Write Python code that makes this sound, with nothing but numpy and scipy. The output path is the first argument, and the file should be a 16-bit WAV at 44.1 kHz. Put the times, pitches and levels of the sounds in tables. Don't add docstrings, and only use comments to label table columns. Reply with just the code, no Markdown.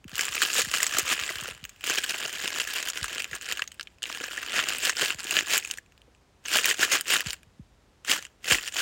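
import sys
import numpy as np
from scipy import signal
from scipy.fft import rfft, irfft
from scipy.io import wavfile
from scipy.ndimage import uniform_filter1d

SR = 44100
rng = np.random.default_rng(int(sys.argv[2]) if len(sys.argv) > 2 else 0)


def dump_mix(stems):
    frames = np.atleast_2d(stems).T
    limited = np.clip(frames, -1, 1)
    pcm = np.round(limited * 32767).astype(np.int16)
    wavfile.write(sys.argv[1], SR, pcm)


N = 388521
T = np.arange(N) / SR

# frequency in Hz, relative level per Hz in dB.
HUSH_SPECTRUM = [(15, -32), (25, -9.5), (53, 2.5), (117, -6), (317, -12.5), (754, -17), (6920, -30.5),
                 (16000, -47)]
HUSH_DB = -61

# frequency in Hz, width in Hz, relative height in dB.
STICK_MODES = [(1094, 430, -2), (1724, 200, 0.5), (1640, 380, -1.5), (2700, 790, -5.5), (2852, 560, 3.5),
               (4750, 1200, -6.5), (5380, 780, -6.5), (6983, 260, 3.5), (7560, 450, -4), (8670, 770, -9),
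               (15200, 1700, -15)]
# frequency in Hz, width in Hz, relative height in dB.
HAND_MODES = [(157.7, 53, -24.5), (366, 63, -11), (487, 92, -6.5), (809, 330, -9)]

# start in seconds, level averaged over 3 ms in dB.
SHIFT_TICKS = [(0.0424, -45.5), (0.083, -46), (0.094, -43), (1.5769, -47), (1.761, -52), (1.809, -40),
               (1.818, -47), (3.984, -54), (5.8612, -57), (5.9213, -54.5), (5.9773, -52.5), (6.017, -51),
               (6.1485, -57), (7.431, -49), (8.266, -44.5)]
CONTACT_GAIN = np.sqrt(.003 * SR)
CONTACT_HOLLOW_DB = -21.5

# start in seconds, peak level in dB before the shared trim in thumps(), starting pitch in Hz.
THUMP_FALLS = [(0.049, -35.5, 473), (0.125, -37.5, 410), (0.291, -44, 260), (0.633, -41, 247),
               (0.666, -35.5, 413), (0.941, -40, 270), (1.024, -39, 236), (1.208, -41, 209.5),
               (1.355, -42, 219), (1.418, -37.5, 340), (1.505, -41, 232), (1.553, -47, 172),
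               (1.625, -38.5, 315), (3.019, -31.5, 215), (3.318, -41, 271), (5.144, -40, 295),
               (7.26, -28, 302), (7.467, -47, 221), (7.592, -34, 369), (8.511, -24.5, 335)]

# start in seconds, end in seconds, effort at the start in dB, effort at the end in dB.
ROLLING_SPELLS = [(0.08, 0.177, -52, -40.5), (0.181, 1.138, -36.5, -38), (1.148, 1.52, -33, -40),
                  (1.558, 1.787, -51, -59), (1.84, 2.892, -36.5, -34.5), (2.935, 3.31, -37, -45.5),
                  (3.419, 3.631, -39, -44.5), (3.673, 3.943, -56, -65), (4.056, 5.113, -37.5, -41),
                  (5.187, 5.74, -36.5, -43), (6.452, 7.002, -40.5, -41.5), (7.064, 7.337, -50, -43),
                  (8.054, 8.239, -45, -45), (8.454, 8.675, -38, -38.5)]
GRIP_S, RELEASE_S = 0.0055, 0.02
SETTLE_DB, SETTLE_S = -22, 0.13
TURN_DB, TURN_S, TURN_AFTER = -4, 0.019, 1.5

# hardest moment in seconds, effort there in dB, swell in seconds, fade in seconds.
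PALM_STROKES = [(0.215, -32, 0.063, 0.063), (0.362, -29.5, 0.045, 0.07), (0.432, -25, 0.027, 0.059),
                (0.592, -22.5, 0.083, 0.037), (0.741, -27, 0.02, 0.098), (0.827, -33, 0.034, 0.05),
                (0.99, -27, 0.12, 0.029), (1.127, -23.5, 0.078, 0.023), (1.904, -28, 0.067, 0.099),
                (1.986, -23.5, 0.012, 0.0079), (2.044, -27.5, 0.021, 0.0072), (2.105, -28.5, 0.024, 0.018),
                (2.253, -36, 0.18, 0.033), (2.439, -32.5, 0.026, 0.047), (2.61, -31, 0.097, 0.025),
                (2.764, -30.5, 0.03, 0.054), (3.193, -34.5, 0.15, 0.033), (3.339, -35.5, 0.027, 0.051),
                (3.518, -29.5, 0.044, 0.028), (4.573, -26, 0.067, 0.086), (4.698, -30.5, 0.042, 0.14),
                (4.857, -23.5, 0.044, 0.06), (5.009, -24, 0.04, 0.11), (5.37, -26.5, 0.084, 0.058),
                (5.549, -21.5, 0.071, 0.042), (6.56, -20.5, 0.059, 0.053), (6.697, -23, 0.07, 0.044),
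                (6.825, -22, 0.044, 0.048), (6.934, -19, 0.035, 0.049), (7.123, -20.5, 0.051, 0.075),
                (7.268, -33, 0.025, 0.056), (8.104, -22, 0.029, 0.069), (8.523, -20.5, 0.053, 0.043),
                (8.789, -25.5, 0.052, 0.048)]
STROKE_DROP_DB, STROKE_CURVE = 12.5, 1.6

# time in seconds, treble over mids in dB.
GRIND_BRIGHTNESS = [(0.2, -3.5), (0.6, 1), (1.5, -8.5), (1.9, -4), (2.3, -6.5), (4.1, -5), (4.55, -10),
                    (4.8, -4.5), (5.05, -4.5), (6.6, -3.5), (8.8, -2.5)]
SPOT_COUNT, TOUCHING_COUNT = 110, 60
SPOTS_PER_S = 150

# start in seconds, level over 3 ms in dB, treble over mids in dB, pitch in Hz.
STICK_CLACKS = [(0.155, -27.5, 7, 2827), (0.18, -25, 1, 2880), (0.1934, -20, -8, 3260),
                (0.2092, -20.5, 8.5, 2290), (0.2528, -25.5, 7.5, 1700), (0.282, -25.5, -10, 2600),
                (0.4186, -15.5, -4, 1750), (0.4244, -17.5, 4.5, 2056), (0.501, -24, -18, 2690),
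                (0.6179, -20.5, 3.5, 2080), (0.6478, -27.5, -1, 1700), (0.714, -28, 3.5, 1700),
                (0.7386, -19.5, -8, 2990), (0.8021, -24, -21.5, 1800), (0.8296, -14.5, 5, 2130),
                (0.8662, -19, 7, 1910), (0.985, -15.5, 12, 2300), (0.995, -22.5, 10, 2520),
                (1.1974, -26.5, -1, 1910), (1.236, -25, -5, 2320), (1.2909, -25, -15, 1976),
                (1.436, -35, 12, 2500), (1.4785, -37, 10, 2800), (1.6403, -34, 1, 3130),
                (1.6512, -31, 0, 1680), (1.693, -39.5, 8, 2400), (1.841, -31.5, 7.5, 2820),
                (1.8762, -26, -8, 2780), (1.898, -20, 0, 1820), (1.9752, -22, -12, 2500),
                (2.095, -25, 1, 2800), (2.1428, -26.5, -11, 2170), (2.2512, -29.5, -4, 2700),
                (2.477, -22, -4.5, 3460), (2.6002, -19.5, -9, 2900), (2.886, -23.5, 10, 3250),
                (2.9, -25, 10, 3110), (2.974, -26, 0.5, 2000), (3.0298, -27, 12.5, 2780),
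                (3.0426, -22.5, -2.5, 2930), (3.148, -32, 13, 2030), (3.202, -25, -5, 2500),
                (3.2209, -28, 0, 2800), (3.2434, -25.5, -3, 2430), (3.3307, -26.5, -22, 1670),
                (3.353, -32.5, 1, 1700), (3.4114, -33.5, 1, 2620), (3.5135, -26, -30, 1690),
                (3.572, -28, -5, 2900), (3.5935, -24.5, -22, 2500), (3.6204, -19.5, -13.5, 2870),
                (3.676, -33.5, 10, 2200), (3.718, -39, 1, 3000), (3.796, -29.5, -15, 2580),
                (3.8096, -30, -6.5, 2000), (3.829, -40.5, 12, 3500), (3.8717, -37.5, -19, 2520),
                (4.0217, -34.5, -6, 2000), (4.0294, -25, 0, 2920), (4.0375, -24.5, -7.5, 2880),
                (4.2396, -26, -6.5, 1580), (4.3775, -25, -23, 1820), (4.4297, -31.5, -24, 1520),
                (4.591, -17.5, -22.5, 1720), (4.6868, -21.5, 10.5, 2730), (4.895, -17.5, -5, 1890),
                (4.968, -25.5, -2.5, 2940), (5.104, -18.5, -15.5, 2750), (5.1235, -30.5, -6.5, 2800),
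                (5.309, -19, -3.5, 2820), (5.367, -16, -17.5, 2870), (5.3886, -16, -10.5, 2820),
                (5.578, -17.5, 8.5, 2960), (5.6485, -26.5, -3, 2520), (5.711, -22, 9, 2820),
                (5.7736, -37, 5, 2900), (5.7837, -31, -9, 1650), (6.4582, -29.5, -2.5, 2940),
                (6.483, -27, -4, 2800), (6.5865, -16.5, -13, 2900), (6.6438, -19, -6, 2480),
                (6.656, -14.5, 2, 1800), (6.7112, -18, -11, 2920), (6.8297, -14, -10, 1770),
                (7.0096, -23, 6, 2980), (7.136, -21, -10, 1900), (7.1572, -19.5, -20, 2220),
                (7.2058, -22, -3, 2000), (7.3052, -27, 6, 3000), (7.3309, -27, 3, 2190),
                (8.048, -35, -2, 3120), (8.1159, -15, -2, 2780), (8.251, -34, -4, 2860),
                (8.444, -30.5, -7, 2840), (8.511, -13.5, -28, 2800), (8.5224, -15, -19, 3000),
                (8.5456, -18.5, -17, 1950), (8.5841, -24.5, -12, 2680), (8.677, -25.5, -3.5, 2800),
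                (8.6835, -30, -5, 2760), (8.7232, -38, 8.5, 2700)]

# start in seconds, peak level in dB.
PALM_KNOCKS = [(0.584, -26.5), (0.986, -28), (1.302, -31.5), (1.481, -34), (1.898, -28), (2.252, -30.5),
               (4.208, -32.5), (5.023, -25.5), (6.078, -49), (8.514, -22.5)]
TOP_HZ = 15950


def undb(db):
    return 10 ** (np.asarray(db) / 20)


def curve(rows):
    return np.interp(T, *np.transpose(rows))


def unit(x):
    return x / np.sqrt(np.sum(x ** 2))


def band(x, hz, kind, order=2):
    return signal.sosfilt(signal.butter(order, hz, kind, fs=SR, output="sos"), x)


def add(out, s, x):
    i = max(int(s * SR), 0)
    out[i:i + len(x)] += x[:max(N - i, 0)]


def crossover(hz, edge_hz):
    s = 1j * hz / edge_hz
    low = 1 / (1 + np.sqrt(2) * s + s * s) ** 2
    return low, low * (s * s) ** 2


def hush():
    hz, db = np.transpose(HUSH_SPECTRUM)
    bins = np.maximum(np.fft.rfftfreq(N, 1 / SR), 1)
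    shape = undb(np.interp(np.log(bins), np.log(hz), db))
    air = irfft(rfft(rng.standard_normal(N)) * shape, N)
    return unit(air) * np.sqrt(N) * undb(HUSH_DB)


def ring(modes, t, detune, scatter_db):
    hz, width, db = np.transpose(modes)[:, :, None]
    tune, strength, turn = rng.standard_normal((3, len(modes), 1))
    waves = np.sin(2 * np.pi * (hz * (1 + detune * tune) * t + turn))
    waves = waves * np.exp(-np.pi * width * t)
    return np.sum(undb(db + scatter_db * strength) * width * waves, axis=0)


def contact(treble_db, hollow_db, pitch_hz, focus_db=9, focus_width=0.13, rough=0.65,
            chatter_s=0.00043, bundle=0.15, bundle_s=0.0031, press_s=0.000382,
            split_hz=3900, edge_hz=970, palm_hz=110, snap_hz=3800):
    t = np.arange(1024) / SR
    size = 2 * len(t)
    hz = np.maximum(np.fft.rfftfreq(size, 1 / SR), 1)
    press = 1 - np.exp(-(t / press_s) ** 2)
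    force = press * (np.exp(-t / chatter_s) + bundle * np.exp(-t / bundle_s))

    snap = np.exp(-2j * np.pi * hz * press_s) / (1 + (hz / snap_hz) ** 4)
    push = snap + rough * rfft(unit(rng.standard_normal(len(t)) * force), size)

    under, over = crossover(hz, edge_hz)
    low, high = crossover(hz, split_hz)
    sticks = push * rfft(ring(STICK_MODES, t, detune=0.057, scatter_db=5.0), size) * over ** 2
    hands = push * rfft(ring(HAND_MODES, t, detune=0.16, scatter_db=1.5), size)
    hands = hands * under * crossover(hz, palm_hz)[1]

    off_pitch = (hz / pitch_hz - pitch_hz / hz) / focus_width
    focus = 1 + (undb(focus_db) - 1) / (1 + 1j * off_pitch)
    spectra = (sticks * low * focus, sticks * high, hands)
    mids, treble, hollow = (unit(irfft(part)[:len(t)]) for part in spectra)
    return unit(mids + undb(treble_db) * treble + undb(hollow_db) * hollow)


def shifts(treble_db=-4, pitch_hz=2500):
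    out = np.zeros(N)
    for s, db in SHIFT_TICKS:
        tick = contact(treble_db, CONTACT_HOLLOW_DB, pitch_hz)
        add(out, s, tick * undb(db) * CONTACT_GAIN)
    return out


def thumps(trim_db=-2.5, end_hz=40, fall_s=0.00964, swell_s=0.0053, decay_s=0.014,
           tail=0.094, tail_s=0.042):
    out = np.zeros(N)
    t = np.arange(SR // 10) / SR
    swell = 1 - np.exp(-(t / swell_s) ** 3)
    shape = swell * (np.exp(-t / decay_s) + tail * np.exp(-t / tail_s))
    shape = shape / shape.max()
    variations = rng.standard_normal((len(THUMP_FALLS), 2))
    for (s, db, start_hz), (stretch, turn) in zip(THUMP_FALLS, variations):
        fall = np.exp(-t / (fall_s * np.exp(0.039 * stretch)))
        hz = end_hz + (start_hz - end_hz) * fall
        tone = np.sin(2 * np.pi * (np.cumsum(hz) / SR + turn))
        add(out, s, tone * shape * undb(db + trim_db))
    return out


def rolling(t):
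    power = np.zeros(len(t))
    for start, end, first_db, last_db in ROLLING_SPELLS:
        before, after = np.maximum(start - t, 0), np.maximum(t - end, 0)
        letting_go = np.exp(-after / RELEASE_S) + undb(SETTLE_DB) * np.exp(-after / SETTLE_S)
        hold = np.exp(-before / GRIP_S) * letting_go
        power += (hold * undb(np.interp(t, [start, end], [first_db, last_db]))) ** 2
    lull = np.zeros(len(t))
    for s, _, _, fade_s in PALM_STROKES:
        lull += np.interp(t - s - TURN_AFTER * fade_s, [-TURN_S, 0, TURN_S], [0, 1, 0])
    return power * undb(TURN_DB * lull) ** 2


def strokes(t):
    power = np.zeros(len(t))
    for s, db, swell_s, fade_s in PALM_STROKES:
        away = np.minimum(np.maximum((s - t) / swell_s, (t - s) / fade_s), 10)
        power += undb(db - STROKE_DROP_DB * away ** STROKE_CURVE) ** 2
    return power


def effort():
    t = T[::32]
    power = strokes(t) + rolling(t) + 1e-8
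    return np.interp(T, t, 10 * np.log10(power))


def slips(db, rate, spread_db, treble_db, hollow_db, rate_per_db=0.19, even_s=0.033, pitch_hz=2300):
    per_s = rate * np.exp(rate_per_db * (db - np.median(db)))
    hits = (rng.random(N) < per_s / SR) * undb(spread_db * rng.standard_normal(N))

    span = int(even_s * SR)
    power = uniform_filter1d(uniform_filter1d(hits ** 2, span), span // 2)
    hits = hits / np.sqrt(np.abs(power) + 1e-4) * undb(db)

    spots = []
    for hard, body, size in rng.standard_normal((SPOT_COUNT, 3)):
        spot_hz = pitch_hz * np.exp(0.54 * size)
        spots.append(contact(treble_db + 6.9 * hard, hollow_db + 4.1 * body, spot_hz))

    rolled = (SPOTS_PER_S * T).astype(int)
    spot = (rng.integers(TOUCHING_COUNT, size=N) + rolled) % SPOT_COUNT
    side = np.sign(rng.standard_normal(N))
    out = np.zeros(N)
    for i in np.flatnonzero(hits):
        add(out, T[i], side[i] * hits[i] * spots[spot[i]])
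    return out


def grinding(db, split_hz=3900):
    scrape = slips(db - 4.5, rate=2200, spread_db=7.5, treble_db=-1.0, hollow_db=-14, rate_per_db=-0.04)
    ticks = slips(db - 2, rate=250, spread_db=6.5, treble_db=-1.5, hollow_db=-15.0)
    out = scrape + ticks
    backwards = band(out, split_hz, "low")[::-1]
    mids = band(backwards, split_hz, "low")[::-1]
    bright_db = curve(GRIND_BRIGHTNESS)
    tilt = undb((bright_db - np.mean(bright_db)) / 2)
    return mids / tilt + (out - mids) * tilt


def clacks(rub_db, chatter_db=2.0, catch_s=0.0016, rebound_s=0.0093, most_db=-10):
    out = np.zeros(N)
    lateness = rng.uniform(.5, 1, len(STICK_CLACKS))
    for (s, db, treble_db, pitch_hz), late in zip(STICK_CLACKS, lateness):
        light_db = min(np.interp(s, T, rub_db) + chatter_db, db + most_db)
        for lag, part_db in ((-late * catch_s, light_db), (0, db), (late * rebound_s, light_db)):
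            hit = contact(treble_db, CONTACT_HOLLOW_DB, pitch_hz)
            add(out, s + lag, hit * undb(part_db) * CONTACT_GAIN)
    return out


def first_grip(x, until_s=1.75, hz=1230, q=7, db=-4):
    gap = signal.lfilter(*signal.iirpeak(hz, q, fs=SR), x * (T < until_s))
    return x + undb(db) * gap


def knocks(swell_s=0.0039):
    out = np.zeros(N)
    t = np.arange(SR // 20) / SR
    swell = 1 - np.exp(-(t / swell_s) ** 2)
    for s, db in PALM_KNOCKS:
        knock = ring(HAND_MODES, t, detune=0.13, scatter_db=2.0) * swell
        add(out, s, knock / np.abs(knock).max() * undb(db))
    return out


def trunks(x, near_db=-18, near_s=0.0043, far_db=-33, far_s=0.032, dull_hz=5000):
    t = np.arange(SR) / SR
    near, far = rng.standard_normal((2, SR)) * (1 - np.exp(-t / near_s))
    near = undb(near_db) * unit(near * np.exp(-t / near_s))
    far = undb(far_db) * unit(band(far * np.exp(-t / far_s), dull_hz, "low"))
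    return signal.fftconvolve(x, near + far)[:N]


def scene():
    rub_db = effort()
    gripped = first_grip(clacks(rub_db) + grinding(rub_db))
    rattle = gripped + shifts() + knocks()
    return (rattle + trunks(rattle) + thumps() + hush())[None]


def record(dry):
    no_bass = band(dry, 37, "high")
    steep_cut = signal.ellip(10, .2, 70, TOP_HZ, fs=SR, output="sos")
    return signal.sosfilt(steep_cut, no_bass)


dry = scene()
out = record(dry)
dump_mix(out)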